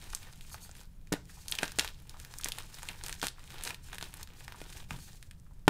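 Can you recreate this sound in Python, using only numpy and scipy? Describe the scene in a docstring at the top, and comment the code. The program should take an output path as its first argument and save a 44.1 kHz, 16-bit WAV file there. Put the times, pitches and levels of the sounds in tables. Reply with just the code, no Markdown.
"""A brittle snap over a fine crunch: two hands break a block of gym chalk above a table.
Then one fist crushes the broken piece, squeeze after squeeze. Each crack rings its fragment and sheds
debris, freed pieces clink, crumbs grind and powder hisses. The big breaks thud through block, hands and
table, and a last one splits the block again. Heard close up, in a small room with a low rumble."""
import sys
import numpy as np
from scipy import signal
from scipy.fft import rfft, irfft
from scipy.io import wavfile

SR = 44100
rng = np.random.default_rng(int(sys.argv[2]) if len(sys.argv) > 2 else 0)


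def wav_out(sig):
    """Save sig, one row per channel (or a flat mono array), as 16-bit PCM at SR to the path in sys.argv[1]."""
    wavfile.write(sys.argv[1], SR, np.round(np.clip(np.atleast_2d(sig).T, -1, 1) * 32767).astype(np.int16))


N = 250929
TIME = np.arange(N) / SR
CUTOFF_HZ = 15550

# the featured cracks: t/s, level/dB, fragment ring f/Hz, brightness f/Hz
CRACKS = [(.1333, -16, 710, 1200), (.1491, -6.5, 7300, 6050), (0.4099, -25.5, 1890, 5300),
          (.544, -18.5, 940, 3200), (.6932, -26.5, 750, 1210), (.813, -29, 1290, 2200),
          (1.0724, -34, 2420, 2200), (1.1245, -7.5, 515, 14100), (1.1284, -6.5, 620, 7000),
          (1.137, -11.5, 507, 1503), (1.483, -13, 4450, 7600), (1.5148, -11, 8000, 7600),
          (1.523, -4.5, 3230, 3540), (1.5529, -13.5, 2610, 8600), (1.5875, -5.5, 2500, 2740),
          (1.6317, -6, 620, 2500), (1.6324, -5, 1760, 1400), (1.6407, -14, 925, 2500),
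          (1.6795, -17, 1890, 2800), (1.7196, -19, 1410, 5300), (1.7874, -2, 684, 3295),
          (1.789, -9, 1690, 1300), (1.7952, 2.5, 2320, 6100), (1.797, -6.5, 2860, 2500),
          (1.8095, -10.5, 1690, 1690), (1.8468, -10.5, 720, 4050), (1.8768, -14, 3020, 2800),
          (2.095, -22, 5240, 4700), (2.2, -21.5, 2180, 9700), (2.249, -21, 1412, 16000),
          (2.339, -20, 930, 6700), (2.3859, -16.5, 7400, 6700), (2.4116, -19, 5430, 5300),
          (2.4356, -16, 3260, 3600), (2.4446, -5.5, 6060, 16000), (2.4587, -11.5, 1240, 1180),
          (2.4864, -10, 500, 14000), (2.5203, -9.5, 3574, 3230), (2.5854, -12.5, 1140, 6760),
          (2.7866, -24.5, 1030, 14100), (2.8312, -17, 840, 9800), (2.8877, -10, 2120, 2210),
          (3.0377, -14, 1010, 5930), (3.0633, -15, 1020, 9800), (3.084, -15.5, 930, 16000),
          (3.095, -14.5, 1130, 6000), (3.1273, -12, 1582, 4180), (3.216, -13, 2840, 2830),
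          (3.2292, -7.5, 680, 2800), (3.2395, -9, 600, 5340), (3.2446, -13.5, 2410, 3600),
          (3.269, -6.5, 1160, 16300), (3.2835, -10.5, 4186, 3600), (3.5045, -23.5, 1130, 15940),
          (3.6103, -21, 1940, 1697), (3.637, -11.5, 7900, 6700), (3.6515, -13.5, 1130, 16200),
          (3.6752, -11, 2010, 1700), (3.7062, -13.5, 1626, 1507), (3.7451, -19, 2560, 2200),
          (3.931, -16, 1012, 1390), (3.9834, -15, 1710, 12620), (4.0116, -16.5, 1942, 1902),
          (4.0266, -12.5, 740, 3500), (4.1403, -19, 1150, 14100), (4.2305, -17, 4330, 16200),
          (4.2743, -27, 1270, 6010), (4.4802, -17.5, 1240, 1300), (4.5227, -20, 840, 5300),
          (4.616, -19, 500, 2000), (4.9079, -11, 960, 1500), (5.2276, -24.5, 1940, 9800),
          (5.3112, -26.5, 2050, 4000), (5.6801, 1.5, 654, 1100), (5.6815, -0.5, 1900, 1200)]
# bending modes of a piece that springs free: multiple of its ring, level/dB
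CLINK_MODES = [(1, -0.5), (1.9, -1.5), (2.9, -7.5)]
# big breaks that jolt block and hand: t/s, level/dB, brightness f/Hz, ring against push level/dB
THUDS = [(1.1216, -2, 298, 37), (1.1283, -10, 350, -8), (1.1386, -6, 370, -7), (1.6308, -5.5, 860, -3),
         (1.7865, -9, 880, 18), (2.4577, -19.5, 1240, 12), (3.2290, -11, 990, 1), (3.2399, -16.5, 700, 8),
         (4.0266, -20.5, 816, -6), (4.616, -20.5, 689, 1), (5.6791, 10, 730, 9)]
# low modes of block, hands and table: f/Hz, level/dB, t60/s
BODY_MODES = [(178.4, 0.5, 0.06), (290, 0.5, 0.078), (404.4, 0.5, 0.051), (473, -32, 0.047),
              (878, -10.5, 0.058), (1440, 0.5, 0.15)]
# fingers squeezing the chalk: peak t/s, build-up/s, release/s, crunch level/dB
SQUEEZES = [(.07, .14, 0.17, -56), (.24, 0.077, 0.16, -59), (.56, 0.18, 0.16, -62.5),
            (.8, 0.13, 0.044, -60), (1.301, 0.024, 0.098, -62.5), (1.645, 0.11, 0.049, -48),
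            (1.869, 0.14, 0.038, -51.5), (1.99, 0.066, 0.089, -64.5), (2.251, 0.17, 0.23, -59),
            (2.47, 0.038, 0.048, -51.5), (2.585, .03, 0.082, -53), (2.89, 0.16, 0.05, -53.5),
            (3.095, 0.14, 0.071, -54), (3.246, 0.032, 0.028, -44.5), (3.39, .025, 0.096, -59.5),
            (3.53, 0.079, 0.12, -55), (3.695, 0.104, 0.046, -48.5), (3.87, .06, 0.12, -59.5),
            (3.945, 0.023, 0.026, -51), (4.04, .04, 0.053, -52.5), (4.209, 0.11, 0.026, -55),
            (4.42, 0.18, 0.11, -61), (4.62, 0.15, 0.11, -58), (4.765, .1, 0.077, -54),
            (4.925, 0.034, 0.085, -55)]
# a palm brushing through loose powder: peak t/s, build-up/s, release/s, hiss level/dB
BRUSHES = [(.24, 0.08, .08, -57), (.535, 0.091, 0.068, -55), (.64, 0.026, 0.064, -58.5),
           (1.42, .12, 0.044, -56), (1.5, 0.028, 0.071, -54), (2.38, .08, .04, -57),
           (2.76, 0.07, 0.22, -53.5), (3.1, 0.11, .09, -52.5), (3.85, .04, 0.03, -57.5),
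           (4.44, .1, 0.056, -63.5), (4.8, .15, .15, -61.5), (5.05, 0.048, 0.15, -54)]
# tone of the crunching crumbs: f/Hz, level/dB
CRUMB_COLOUR = [(150, -9.5), (350, 1.5), (600, -5), (1000, -0.5), (1700, -4.5), (3000, -5), (4500, -9.5),
                (8000, -36), (16000, -16)]
# tone of the hissing powder: f/Hz, level/dB
POWDER_COLOUR = [(1000, -20), (2500, -2), (4200, -1.5), (6000, 4.5), (8500, -2.5), (11000, -4.5),
                 (14000, -7), (16000, 0)]
# short dull knocks (lumps landing, hand bumps, the after-ring of the first break and the clack of
# the last): t/s, level/dB, f/Hz
KNOCKS = [(.516, -32, 1040), (.545, -24, 1030), (1.153, -25, 1440), (1.157, -26, 650), (1.166, -28, 1480),
          (1.296, -30, 1674), (1.372, -31.5, 875), (2.143, -27, 990), (2.166, -31, 960), (2.398, -25, 1460),
          (2.459, -22, 1420), (2.581, -21.5, 840), (2.834, -27, 836), (3.066, -28, 1410), (3.231, -15, 815),
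          (3.383, -28, 1150), (4.195, -27.5, 890), (4.545, -24.5, 982), (4.755, -15, 71.6),
          (4.909, -26, 900), (4.912, -10.5, 151), (4.94, -26, 925), (5.311, -33.5, 2030),
          (5.465, -41, 1330), (5.510, -39, 900), (5.6795, 1.5, 890)]
# fingers sliding over the block's smooth face: middle t/s, half length/s, level/dB
SLIDES = [(0.534, 0.02, -49.5), (0.64, 0.023, -51), (1.42, .03, -64), (1.507, 0.024, -51),
          (5.036, 0.044, -59)]
# resonances of dry skin rasping on chalk: f/Hz, width/Hz, level/dB
RASP_BANDS = [(4470, 180, 1), (6460, 390, 0), (8560, 720, -2.5), (10100, 880, -6), (13000, 1400, -7)]
# air pockets between hands and table: f/Hz, width/Hz, boost or dip level/dB
HOLLOWS = [(562, 53, 0.5), (875, 110, 2.5), (1282, 150, -4), (1494, 150, 3), (1696, 90, 3), (2430, 43, 3.5),
           (3560, 1000, 1.5), (5920, 490, -0.5), (8970, 1200, 3.5)]
# decay of the room: f/Hz, t60/s
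ROOM_DECAY = [(200, 0.38), (1500, 0.2), (5000, 0.3), (14000, 0.1)]
# reflections against the direct sound: f/Hz, level/dB
ROOM_COLOUR = [(200, -18), (1500, -9.5), (5000, -13.5), (14000, -11.5)]
# spectrum of the room tone: f/Hz, level/dB
RUMBLE_COLOUR = [(12, -3.5), (24, 3.5), (33, -3.5), (50, -13), (72, -7.5), (100, -15), (128, -10),
                 (145, -17.5), (170, -14.5), (220, -27), (400, -37), (1000, -44.5), (4000, -54.5),
                 (16000, -53)]


def crack(ring_hz, bright_hz, tear_cycles=.59, splinter_db=-5, splinter_s=.0028, size=1024):
    """A fracture tears through, the quicker the brighter; it and its splinters ring the damped fragment."""
    force = scatter(tear_cycles / bright_hz, size) + from_db(splinter_db) * scatter(splinter_s, size)
    force[0] += rng.choice([-1, 1])
    q = 1.2 * (ring_hz / 1500) ** .11   # small chips ring more clearly than lumps held in the hand
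    w = 2 * np.pi * min(ring_hz, SR / 3) / SR
    damping = np.sin(w) / (2 * q)
    # resonant high-pass: the fragment radiates little below its ring
    rung = signal.lfilter([1, -2, 1], [1 + damping, -2 * np.cos(w), 1 - damping], force)
    softened = butter(rung, bright_hz, "low", order=1)
    return energy_one(butter(softened, 15000, "low"))


def cracks(trim_db=-.5):
    """The foreground fractures, each with the pitch of its own fragment."""
    out = np.zeros(N)
    for s, db, ring_hz, bright_hz in CRACKS:
        add(out, s, from_db(db + trim_db) * crack(ring_hz, bright_hz))
    return out


def clinks(trim_db=-9, t60_cycles=55, free_hz=1900, size=4096):
    """Pieces that spring free ring briefly in their bending modes."""
    t, out = TIME[:size], np.zeros(N)
    for s, db, ring_hz, _ in CRACKS:
        freedom = 1 / (1 + (free_hz / ring_hz) ** 4)   # lower-pitched pieces stay damped in the hand
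        modes = sum(from_db(mode_db) * np.sin(2 * np.pi * ratio * ring_hz * t)
                    for ratio, mode_db in CLINK_MODES if ratio * ring_hz < CUTOFF_HZ)
        decay = from_db(-60 * t * ring_hz / t60_cycles)
        add(out, s, freedom * from_db(db + trim_db) * energy_one(modes * decay))
    return out


def thuds(low_cut_hz=170, size=8192):
    """Released strain kicks the block: a blunt push, then the low modes of block, hands and table."""
    t, out = TIME[:size], np.zeros(N)
    modes = sum(from_db(db - 60 * t / t60) * np.cos(2 * np.pi * hz * t) for hz, db, t60 in BODY_MODES)
    kick = butter(signal.unit_impulse(size), low_cut_hz, "high")
    for s, db, bright_hz, ring_db in THUDS:
        push = energy_one(butter(kick, bright_hz, "low"))
        ring = energy_one(butter(modes, bright_hz, "low", order=1))
        add(out, s, from_db(db) * energy_one(push + from_db(ring_db) * ring))
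    return out


def chips(effort_db, usual_per_s=26, usual_db=-28, ring_hz=1310, bright_hz=4520, spread_octaves=.7):
    """Small chips snap off at random, more and louder the harder the hand works."""
    out = np.zeros(N)
    vigour = from_db(.9 * np.minimum(effort_db, 10))
    onsets = np.flatnonzero(rng.random(N) < usual_per_s * vigour / SR)
    variations = rng.standard_normal((len(onsets), 3)).clip(-2, 2)
    for i, (accent_db, pitch, edge) in zip(onsets, variations):
        snap = crack(ring_hz * 2 ** (spread_octaves * pitch), bright_hz * 2 ** (spread_octaves * edge))
        add(out, i / SR, vigour[i] * from_db(usual_db + accent_db) * snap)
    return out


def swell(peak_s, build_s, release_s, db, swing_db=9.5, roundness=1.4):
    """Power of one hand move: it gains swing_db over the build-up and loses it over the release."""
    away = np.maximum((peak_s - TIME) / build_s, (TIME - peak_s) / release_s)
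    return from_db(db - swing_db * np.minimum(away, 10) ** roundness) ** 2


def debris(trim_db, settle_s, tiny_hz=np.inf):
    """Power of the shower trickling from each crack; fragments ringing above tiny_hz shed little."""
    shed = np.zeros(N)
    for s, db, ring_hz, _ in CRACKS:
        add(shed, s, [from_db(db + trim_db) ** 2 / (1 + (ring_hz / tiny_hz) ** 2)])
    return signal.lfilter([1], [1, -np.exp(-2 / (settle_s * SR))], shed + 1e-18)


def handling(hold_db=-77, brush_crunch_db=-10, squeeze_hiss_db=-.5):
    """Holding, squeezing, brushing and debris add up to two envelopes in dB: crunch and hiss."""
    squeezing = sum(swell(*row) for row in SQUEEZES) + from_db(hold_db) ** 2
    brushing = sum(swell(*row) for row in BRUSHES)
    falling_crumbs = debris(trim_db=-43.5, settle_s=.025, tiny_hz=2884)
    falling_powder = debris(trim_db=-54, settle_s=.02)
    crunch = squeezing + brushing * from_db(brush_crunch_db) ** 2 + falling_crumbs
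    hiss = brushing + squeezing * from_db(squeeze_hiss_db) ** 2 + falling_powder
    return 10 * np.log10(crunch), 10 * np.log10(hiss)


def grinding(colour, per_s, spread_db, rub_db, slip_db, patchy_db=0):
    """Tiny fractures, each with its own tint, over smooth rubbing; both surge as chalk sticks and slips."""
    clicks, out = grains(per_s, spread_db), np.zeros(N)
    rub = rng.standard_normal((2, N))
    for k, (edges, hz) in enumerate(bands()):
        tinted = rms_one(clicks * rng.standard_normal(N))
        band = butter(tinted + from_db(rub_db) * rub[k % 2], edges, "band")
        out += band * from_db(at_hz(colour, hz) + patchy_db * drift(per_s=25))
    return rms_one(out * from_db(slip_db * drift(per_s=70)))


def knocks(decay_cycles=6, q=3.2, size=8192):
    """Short dull knocks: a burst a few cycles long drives a damped resonance, so low ones last longer."""
    out = np.zeros(N)
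    for s, db, hz in KNOCKS:
        force = scatter(decay_cycles / hz, size) + signal.unit_impulse(size)
        rung = butter(resonance(force, hz, hz / q), [hz / 2, 2 * hz], "band")
        add(out, s, from_db(db) * energy_one(rung))
    return out


def slides():
    """Skin sticks and slips on the chalk, thousands of times a second, in a thin high rasp."""
    slips = grains(per_s=9400, spread_db=-2)
    rasp = sum((-1) ** k * from_db(db) * resonance(slips, hz, width)
               for k, (hz, width, db) in enumerate(RASP_BANDS))
    strokes = sum(from_db(db) * np.exp(-((TIME - s) / half_s) ** 2) for s, half_s, db in SLIDES)
    return strokes * rms_one(rasp)


def hollows(x, trim_db=-1.5):
    """Air between the cupped hands and the table lifts some bands and dips others."""
    colouring = sum((from_db(db) - 1) * resonance(x, hz, width) for hz, width, db in HOLLOWS)
    return from_db(trim_db) * (x + colouring)


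def room(x, attack_s=.0006, size=16384):
    """Dense reflections from table and walls, the very top dying first."""
    t, response = TIME[:size], np.zeros(size)
    noise = rng.standard_normal((2, size))
    attack = 1 - np.exp(-t / attack_s)
    for k, (edges, hz) in enumerate(bands()):
        tail = energy_one(attack * from_db(-60 * t / at_hz(ROOM_DECAY, hz)))
        response += from_db(at_hz(ROOM_COLOUR, hz)) * butter(noise[k % 2], edges, "band") * tail
    return signal.fftconvolve(x, response)[:N]


def rumble(level_db=-49):
    """Room tone: a steady low bed with a faint hiss on top."""
    hz = np.arange(N // 2 + 1) * SR / N
    spectrum = rfft(rng.standard_normal(N)) * from_db(at_hz(RUMBLE_COLOUR, hz))
    return from_db(level_db) * rms_one(irfft(spectrum, N))


def scatter(decay_s, size):
    """A short uneven burst that swells and dies; energy 1."""
    fade = np.exp(-TIME[:size] / decay_s)
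    burst = rng.standard_normal(size) * np.sqrt(rng.exponential(1, size))
    return energy_one(burst * fade * (1 - fade))


def grains(per_s, spread_db):
    """Random clicks of uneven size; rms 1 however dense they come."""
    onsets = rng.random(N) < per_s / SR
    sizes = from_db(spread_db * np.minimum(rng.exponential(1, N), 3.9))
    return rms_one(onsets * sizes * rng.choice([-1, 1], N) / np.sqrt(per_s))


def drift(per_s):
    """A random wobble of rms 1 that glides to per_s new values a second."""
    knots = rng.standard_normal(4096)
    return rms_one(np.interp(TIME * per_s, np.arange(len(knots)), knots))


def bands():
    """Fourteen half-octave bands: (edges, centre) in Hz."""
    edges = np.geomspace(125, 17000, 15)
    return [([low, high], np.sqrt(low * high)) for low, high in zip(edges, edges[1:])]


def resonance(x, hz, width_hz):
    """Two-pole resonance with a peak gain of 1."""
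    r = np.exp(-np.pi * width_hz / SR)
    w = 2 * np.pi * hz / SR
    return signal.lfilter(np.array([1, 0, -1]) * (1 - r * r) / 2, [1, -2 * r * np.cos(w), r * r], x + 1e-18)


def butter(x, hz, kind, order=2):
    """Causal Butterworth filter."""
    sections = signal.butter(order, np.clip(hz, 10, .45 * SR), kind, fs=SR, output="sos")
    return signal.sosfilt(sections, x + 1e-18)


def at_hz(points, hz):
    """Read a table on a log-frequency axis."""
    freqs, values = np.transpose(points)
    return np.interp(np.log(np.maximum(hz, 1)), np.log(freqs), values)


def add(track, s, sound):
    """Mix a short sound into a track at s seconds."""
    start = int(np.clip(round(s * SR), 0, N - 1))
    track[start:start + len(sound)] += sound[:N - start]


def from_db(db):
    """Decibels to gain."""
    return 10 ** (np.asarray(db) / 20)


def rms_one(x):
    """Scale to an rms of 1."""
    return x / np.sqrt(np.mean(x ** 2) + 1e-20)


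def energy_one(x):
    """Scale to an energy of 1."""
    return x / np.sqrt(np.sum(x ** 2) + 1e-20)


def scene(usual_crunch_db=-57):
    """The mix: breaking chalk up front, reflections and rumble behind; both channels alike."""
    crunch_db, hiss_db = handling()
    effort_db = crunch_db - usual_crunch_db
    density = from_db(.9 * effort_db)   # a harder squeeze breaks more grains a second
    crumbs = from_db(crunch_db) * grinding(
        CRUMB_COLOUR, per_s=700 * density, spread_db=3.5, rub_db=-2, slip_db=2.5)
    powder = from_db(hiss_db) * grinding(
        POWDER_COLOUR, per_s=1100 * density, spread_db=8.5, rub_db=4.5, slip_db=3, patchy_db=-.84)
    bed = rumble()
    accents = thuds() + knocks() + slides()
    chalk = hollows(cracks() + clinks() + crumbs + powder + chips(effort_db)) + accents
    mono = chalk + room(chalk) + bed
    return np.array([mono, mono])


def record(dry):
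    """A steep low-pass takes off the very top."""
    return signal.sosfilt(signal.ellip(10, .1, 80, CUTOFF_HZ, fs=SR, output="sos"), dry)


dry = scene()
out = record(dry)
wav_out(out)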